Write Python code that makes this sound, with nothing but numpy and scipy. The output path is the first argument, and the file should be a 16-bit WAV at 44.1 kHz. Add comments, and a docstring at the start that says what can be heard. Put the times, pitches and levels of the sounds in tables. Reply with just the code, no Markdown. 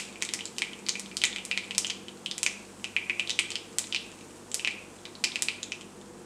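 """Mustard seeds pop in a little hot oil in a deep pan, in a small hard-walled kitchen.
Each pop is a minimum-phase crack whose two resonances are a pocket of steam ringing in the oil;
echoes, narrow modes of the pan's wall and a decaying noise tail throw it back.
The oil fizzes faintly, as coloured random ticks over noise, and a motor hums behind,
as wavering tones over a steady rush of air."""
import sys
import numpy as np
from scipy import signal
from scipy.fft import rfft, irfft
from scipy.io import wavfile

SR = 44100
rng = np.random.default_rng(int(sys.argv[2]) if len(sys.argv) > 2 else 0)


def inscribe(sig):
    """Save sig as 16-bit PCM at rate SR to the path in sys.argv[1].

    A 1-D sig is mono; a 2-D sig holds one channel per row.
    Samples are clipped to [-1, 1] before scaling.
    """
    pcm = np.round(np.clip(np.atleast_2d(sig).T, -1, 1) * 32767)
    wavfile.write(sys.argv[1], SR, pcm.astype(np.int16))


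N = 275625   # samples, 6.25 s


def from_db(db):
    """Turns decibels into an amplitude factor."""
    return 10 ** (np.asarray(db) / 20)


def at_hz(points, hz):
    """Reads a table on a log-frequency axis, holding its end values beyond the ends."""
    known_hz, values = np.transpose(points)
    return np.interp(np.log(np.maximum(hz, 1)), np.log(known_hz), values)


def ring(x, hz, width_hz, boost_db):
    """A resonant peak applied twice: the ring swells for a cycle or two, then dies."""
    damping = np.pi * abs(width_hz) / SR
    gain = from_db(boost_db / 2)   # half the boost in each pass
    turn = -2 * np.cos(2 * np.pi * hz / SR)
    b = [1 + damping * gain, turn, 1 - damping * gain]
    a = [1 + damping, turn, 1 - damping]
    once = signal.lfilter(b, a, x)
    return signal.lfilter(b, a, once)


def crack(tilt_db_per_oct, size=1024):
    """The most abrupt pulse (minimum phase) with the crack's colour, tilted above 2 kHz."""
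    # Colour of a crack before the tilt. Each row: frequency in Hz, level in dB.
    crack_colour = [(200, -29), (700, -18.5), (1500, -18.5), (2500, -13), (4000, -9), (6000, -6.5),
                    (8000, -1.5), (10000, -9.5), (12000, -21.5), (14500, -28), (16000, -50)]
    hz = np.fft.rfftfreq(size, 1 / SR)
    octaves = np.log2(np.maximum(hz / 2000, 1))
    level_db = at_hz(crack_colour, hz) + tilt_db_per_oct * octaves
    cepstrum = irfft(np.log(from_db(level_db)))
    # folding the cepstrum onto positive time gives minimum phase
    causal = 1 + np.sign(np.fft.fftfreq(size))
    return irfft(np.exp(rfft(cepstrum * causal)))


def burst(db, depth, hz, upper_hz, upper_db):
    """One pop: depth under the oil dulls the crack and makes the steam pocket ring stronger and purer."""
    depth = np.clip(depth, 0, 1)
    tilt_db_per_oct = 1.5 - 12.5 * depth
    ring_db = 0.5 + 27.5 * depth
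    ring_width = 0.34 - 0.13 * depth   # share of the pitch
    pop = from_db(db) * crack(tilt_db_per_oct)
    pop = ring(pop, hz, hz * ring_width, ring_db)
    return ring(pop, upper_hz, width_hz=1430, boost_db=upper_db)


def small_blips(least_db, spread_db, low_hz, high_hz, depth, upper_hz, upper_db, count=48):
    """Faint pops at random, laid out like the louder ones; most are tiny, and they thin out with time."""
    when, size, pitch = rng.random((count, 3)).T
    times = N / SR * (when + when ** 3) / 2
    levels = least_db + spread_db * size ** 2
    pitches = low_hz * (high_hz / low_hz) ** pitch
    return [(s, db, depth, hz, upper_hz, upper_db) for s, db, hz in zip(times, levels, pitches)]


def pan_paths(scatter_db, scatter_t60, spread_s, size=1024):
    """Direct sound, scatter inside the pan and first echoes, drawn anew for each seed's place."""
    # Reflections from the pan's sides, the hob and a near wall.
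    # Each row: delay in seconds before the random shift, level in dB.
    echoes = [(.00065, -23.5), (.00205, -11), (.0028, -20), (.00672, -10), (.0076, -14.5)]
    t = np.arange(size) / SR
    scatter = rng.standard_normal(size) * from_db(-60 * t / scatter_t60)
    scatter = scatter * (t > .0003)   # none in the first 0.3 ms
    paths = from_db(scatter_db) * scatter / np.linalg.norm(scatter)
    paths[0] = 1
    for delay, db in echoes:
        shifted = delay + spread_s * rng.normal()
        paths[int(np.clip(shifted * SR, 1, size - 1))] += from_db(db)
    return paths


def pan_wall(x):
    """The struck metal rings on in a few narrow modes."""
    # The pan wall's modes. Each row: frequency in Hz, gain at the peak in dB, t60 in seconds.
    pan_modes = [(1960, 8, 0.3), (2376, 5, 0.17), (2410, -5, 0.63), (2440, 4, 0.14), (2584, 2.5, 0.13),
                 (2914, -5.5, 0.34), (3024, 7.5, 0.13), (3200, 4, 0.13), (4000, -16, 0.16),
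                 (4600, -31, 0.18)]
    out = 0
    for hz, db, t60 in pan_modes:
        r = from_db(-60 / (t60 * SR))   # decay per sample
        b = (1 - r * r) / 2 * np.array([1, 0, -1])
        a = [1, -2 * r * np.cos(2 * np.pi * hz / SR), r * r]
        out = out + from_db(db) * signal.lfilter(b, a, x)
    return out


def kitchen_tail(build_s, early_db, early_t60, count=9):
    """Diffuse reverberation of energy 1: a fast build, a strong early part, the treble dying sooner."""
    # Kitchen reverberation, before the early part is added. Each row: frequency in Hz, t60 in seconds.
    kitchen_decay = [(500, 0.65), (2500, 0.55), (5000, 0.44), (8000, 0.43), (14000, 0.28)]
    t = np.arange(SR * 3 // 4) / SR
    hz = np.fft.rfftfreq(len(t), 1 / SR)
    noise = rfft(rng.standard_normal(len(t)))
    centres = np.geomspace(500, 15000, count)
    tail = 0
    for centre, weights in zip(centres, np.eye(count)):
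        band = irfft(noise * np.interp(hz, centres, weights), len(t))
        tail = tail + band * from_db(-60 * t / at_hz(kitchen_decay, centre))
    build = 1 - np.exp(-(t / build_s) ** 2)
    early = 1 + from_db(early_db - 60 * t / early_t60)
    tail = tail * build * early
    return tail / np.linalg.norm(tail)


def seeds(room_db, count=3):
    """Seeds burst at several places in the oil, each place with its own way into the room."""
    # The louder seed pops. Each row: start in seconds, crack level in dB, depth under the oil from 0 to 1,
    # ring frequency in Hz, upper ring frequency in Hz, upper ring boost in dB.
    loud_pops = [(-0.012, 13.5, 0.38, 2600, 4500, 2), (0.1578, -11.0, 0.82, 2460, 9000, 0.0),
                 (0.2175, -7.5, 0.7, 3630, 9000, 0.0), (0.2233, 10, 0.42, 2320, 6300, 6.5),
                 (0.2507, -1.5, 0.3, 3600, 8350, 6.0), (0.29, -3.5, 0.41, 2030, 3380, 16.0),
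                 (0.3374, 8.5, 0.26, 2070, 5460, 6.5), (0.3911, -2.5, 0.67, 2400, 9000, 2.0),
                 (0.4082, -4.5, 0.72, 2980, 3580, 4.5), (0.4553, -3.5, 0.39, 4300, 7440, 11.5),
                 (0.5837, 5, 0.33, 2720, 5100, 6.5), (0.6202, 9.5, 0.63, 2290, 3400, 6.5),
                 (0.7328, -7, 0.66, 3020, 9000, 0.0), (0.8653, -7, 0.48, 2260, 4400, 17),
                 (0.8868, 7, 0.42, 2370, 5360, 7), (0.8925, 7.5, 0.57, 4180, 6500, 13.5),
                 (0.9547, -2, 0.8, 2360, 3400, 2.5), (0.9964, -0.5, 0.13, 2000, 5200, 3),
                 (1.0604, -8.5, 0.6, 3490, 9000, 0.0), (1.1145, -11.5, 0.84, 2390, 4600, 9),
                 (1.1693, 4.0, 0.23, 3440, 4900, 8.5), (1.2172, 1.5, 0.49, 2720, 3800, 11.5),
                 (1.2382, 15.0, 0.47, 2170, 3480, 10.0), (1.2518, -1.5, 0.22, 3180, 6900, 17),
                 (1.3288, -6.0, 1, 3620, 6300, 1.0), (1.3614, 1.5, 0.58, 2330, 3480, 9.5),
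                 (1.3842, -2, 0.82, 2820, 7500, 3.0), (1.4518, -3.5, 0.04, 2000, 7900, 1),
                 (1.5134, 7.5, 0.86, 2570, 4700, 8), (1.5756, 7.5, 0.66, 2310, 4000, 11.5),
                 (1.7091, 1.5, 0.65, 2660, 3700, 5.5), (1.7494, -4, 0.4, 2370, 4500, 11.0),
                 (1.7811, 12.0, 0.12, 2560, 5650, 7.0), (1.8467, 3, 0.84, 3070, 5400, 7.5),
                 (1.8686, -1.5, 0.5, 2840, 6660, 15.5), (1.8996, -0.5, 0.85, 3100, 6400, 17.5),
                 (1.9034, 2.5, 0.53, 2490, 4570, 12.5), (2.0836, -7, 0.64, 3030, 4500, 5),
                 (2.261, -7.5, 0.25, 3130, 3020, 20.5), (2.3129, 1.5, 0.57, 3440, 5030, 11),
                 (2.3808, 1.0, 0.18, 2290, 7200, 3), (2.4312, 10.5, 0.22, 2730, 6700, 3.5),
                 (2.4638, 13, 0.6, 2440, 6050, 9.0), (2.8434, 5.0, 0.59, 2660, 6100, 3.0),
                 (2.9651, 7.5, 0.96, 2430, 3360, 3.5), (3.0973, 6.0, 1.0, 2430, 5000, 1.5),
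                 (3.1964, 6.5, 0.62, 2550, 2880, 6.5), (3.2745, -12, 0.3, 3220, 3700, 18.5),
                 (3.2957, 6.5, 0.51, 3050, 4600, 6.5), (3.305, 6.5, 0.59, 3640, 6040, 10),
                 (3.3904, 11, 0.63, 2350, 3370, 9.5), (3.3944, 8, 0.42, 3240, 8550, 8),
                 (3.5048, 0.0, 0.45, 3000, 7500, 8), (3.518, -3.5, 0.43, 3120, 4800, 12),
                 (3.556, 4.5, 0.65, 2960, 4960, 11.5), (3.7851, 10.0, 0.1, 2000, 7200, 2.5),
                 (3.8415, -14.5, 0.52, 2110, 3900, 21.5), (3.8707, -14.0, 0.51, 2420, 6800, 16.5),
                 (3.9253, 0.5, 0.77, 2850, 4700, 13.5), (3.947, 7, 0.78, 2670, 5400, 13),
                 (3.9619, -3.0, 0.61, 2640, 3930, 20.5), (4.2103, -14.5, 0.55, 2500, 3800, 6.5),
                 (4.5165, -6, 0.4, 3200, 7400, 12.5), (4.544, 6, 0.0, 2010, 5250, 3.5),
                 (4.5956, -0.5, 0.71, 2730, 5000, 5), (4.6479, 6.5, 0.91, 2700, 5500, 9.5),
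                 (4.6744, 9.0, 0.8, 2480, 4200, 6), (5.0541, -8.5, 0.52, 2180, 3900, 16.5),
                 (5.153, -10.0, 0.71, 4170, 9000, 0.0), (5.2399, 10, 0.49, 2350, 4700, 10.5),
                 (5.2432, 11.5, 0.45, 2530, 5100, 10.5), (5.3192, -8, 0.9, 3580, 5000, 6.5),
                 (5.3578, 6.0, 0.61, 2540, 4270, 8.5), (5.4224, 10, 0.1, 2120, 9100, 1.5),
                 (5.4852, 6, 0.79, 2510, 4340, 13.5), (5.6308, -1.0, 0.6, 3640, 6900, 15.5),
                 (5.7202, 1.5, 0.72, 2610, 5840, 13), (5.8113, -8.5, 0.52, 3000, 7200, 6)]
    lead = SR // 2   # the popping is already under way
    places = np.zeros((count, N + 2 * lead))
    near = np.zeros(N + 2 * lead)
    blips = small_blips(least_db=-23.5, spread_db=10, low_hz=2440, high_hz=4450,
                        depth=0.54, upper_hz=7500, upper_db=10.5)
    for k, (s, *seed) in enumerate(list(loud_pops) + blips):
        pop = burst(*seed)
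        paths = pan_paths(scatter_db=-5.5, scatter_t60=0.015, spread_s=.00005)
        heard = signal.fftconvolve(pop, paths)
        at = lead + int(s * SR)
        near[at:at + len(heard)] += heard
        places[k % count, at:at + len(pop)] += pop
    room = np.zeros(len(near))
    for place in places:
        tail = kitchen_tail(build_s=0.0035, early_db=4.5, early_t60=0.11)
        room += signal.fftconvolve(place, tail)[:len(near)]
    # the bowl throws this band into the room most strongly
    room = ring(room, hz=2425, width_hz=160, boost_db=3.5)
    mix = near + pan_wall(places.sum(0)) + from_db(room_db) * room
    return mix[lead:lead + N]


def drift(rate):
    """Slow chance with spread 1, its swings above the rate in Hz fading away."""
    hz = np.fft.rfftfreq(N, 1 / SR)
    slow = irfft(rfft(rng.standard_normal(N)) / (1 + (hz / rate) ** 2), N)
    return slow / slow.std()


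def coloured(white, spectrum):
    """Gives a white signal of rms 1 a spectrum in dB per Hz."""
    hz = np.fft.rfftfreq(N, 1 / SR)
    return irfft(rfft(white) * from_db(at_hz(spectrum, hz)) * np.sqrt(SR / 2), N)


def oil_fizz(per_s, spread_db, wash):
    """Tiny bubbles burst at random, in flurries, over a wash of noise: the room's smear of soft hiss."""
    # Fizz of the oil before the simmer level. Each row: frequency in Hz, level in dB per Hz.
    fizz_colour = [(800, -110), (2500, -96.5), (4500, -98), (8200, -92.5), (10000, -100), (12000, -108),
                   (14800, -118), (16000, -130)]
    # How lively the oil is. Each row: time in seconds, fizz gain in dB.
    simmer = [(0, 1.5), (1, 1.5), (2, 0), (3, 1.5), (4.2, 1.5), (5, 0), (6.25, -1.5)]
    size_db = spread_db * np.minimum(rng.exponential(1, N), 5)
    sizes = from_db(size_db) * rng.choice([-1, 1], N)
    flurry = from_db(4.9 * drift(rate=21))   # multiplies the tick rate
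    ticks = sizes * (rng.random(N) < per_s * flurry / SR)
    white = ticks / ticks.std() + wash * rng.standard_normal(N)
    level_db = np.interp(np.arange(N) / SR, *np.transpose(simmer))
    return from_db(level_db) * coloured(white / white.std(), fizz_colour)


def wavering_tone(hz, waver, rate):
    """A tone of rms 1, part steady and part wandering in level and phase."""
    phase = 2 * np.pi * (hz * np.arange(N) / SR + rng.random())
    share = np.clip(waver, 0, 1)
    steady = np.sqrt(2 * (1 - share ** 2))
    in_phase = (steady + share * drift(rate)) * np.sin(phase)
    return in_phase + share * drift(rate) * np.cos(phase)


def motor(waver_rate):
    """Wavering hum lines and a drone that dips, swells and sinks, over a steady rush of air."""
    # Motor hum. Each row: frequency in Hz, level in dB rms, waver from 0 to 1.
    hum_lines = [(51, -72, 0.7), (100.2, -63.5, 0.34), (150.8, -66, 0.45), (243.8, -61.5, 0.44),
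                 (356.4, -64, 0.88), (456, -64.5, 0.72), (492, -65.5, 0.54)]
    # Level of the hum's main tone. Each row: time in seconds, level in dB rms.
    drone_level = [(0, -53), (.65, -61), (.9, -51.5), (2.3, -53.5), (3.7, -59.5), (4.65, -62), (5.4, -58),
                   (6.25, -60)]
    # Rush of air around the motor. Each row: frequency in Hz, level in dB per Hz.
    air_colour = [(25, -100), (56, -91.5), (76, -91), (125, -88.5), (165, -83), (205, -74), (270, -79.5),
                  (345, -73), (415, -80.5), (470, -77.5), (550, -84), (1000, -85), (1600, -91),
                  (16000, -128)]
    hum = sum(from_db(db) * wavering_tone(hz, waver, waver_rate) for hz, db, waver in hum_lines)
    drone_db = np.interp(np.arange(N) / SR, *np.transpose(drone_level))
    drone = from_db(drone_db) * wavering_tone(196.4, waver=0.52, rate=10)
    air = coloured(rng.standard_normal(N), air_colour)
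    return hum + drone + air


def scene():
    """Pops over fizz and hum, in mono."""
    pops = seeds(room_db=-3.5)
    fizz = oil_fizz(per_s=1000, spread_db=3.5, wash=2.4)
    return (pops + fizz + motor(waver_rate=1.9))[None]


def record(dry):
    """The highest peaks are clipped and the top is cut steeply."""
    peak_limit, cutoff_hz = .88, 16300   # limit as a share of full scale
    clipped = np.clip(dry, -peak_limit, peak_limit)
    low_pass = signal.ellip(10, .1, 80, cutoff_hz, fs=SR, output="sos")
    return signal.sosfilt(low_pass, clipped)


dry = scene()
out = record(dry)
inscribe(out)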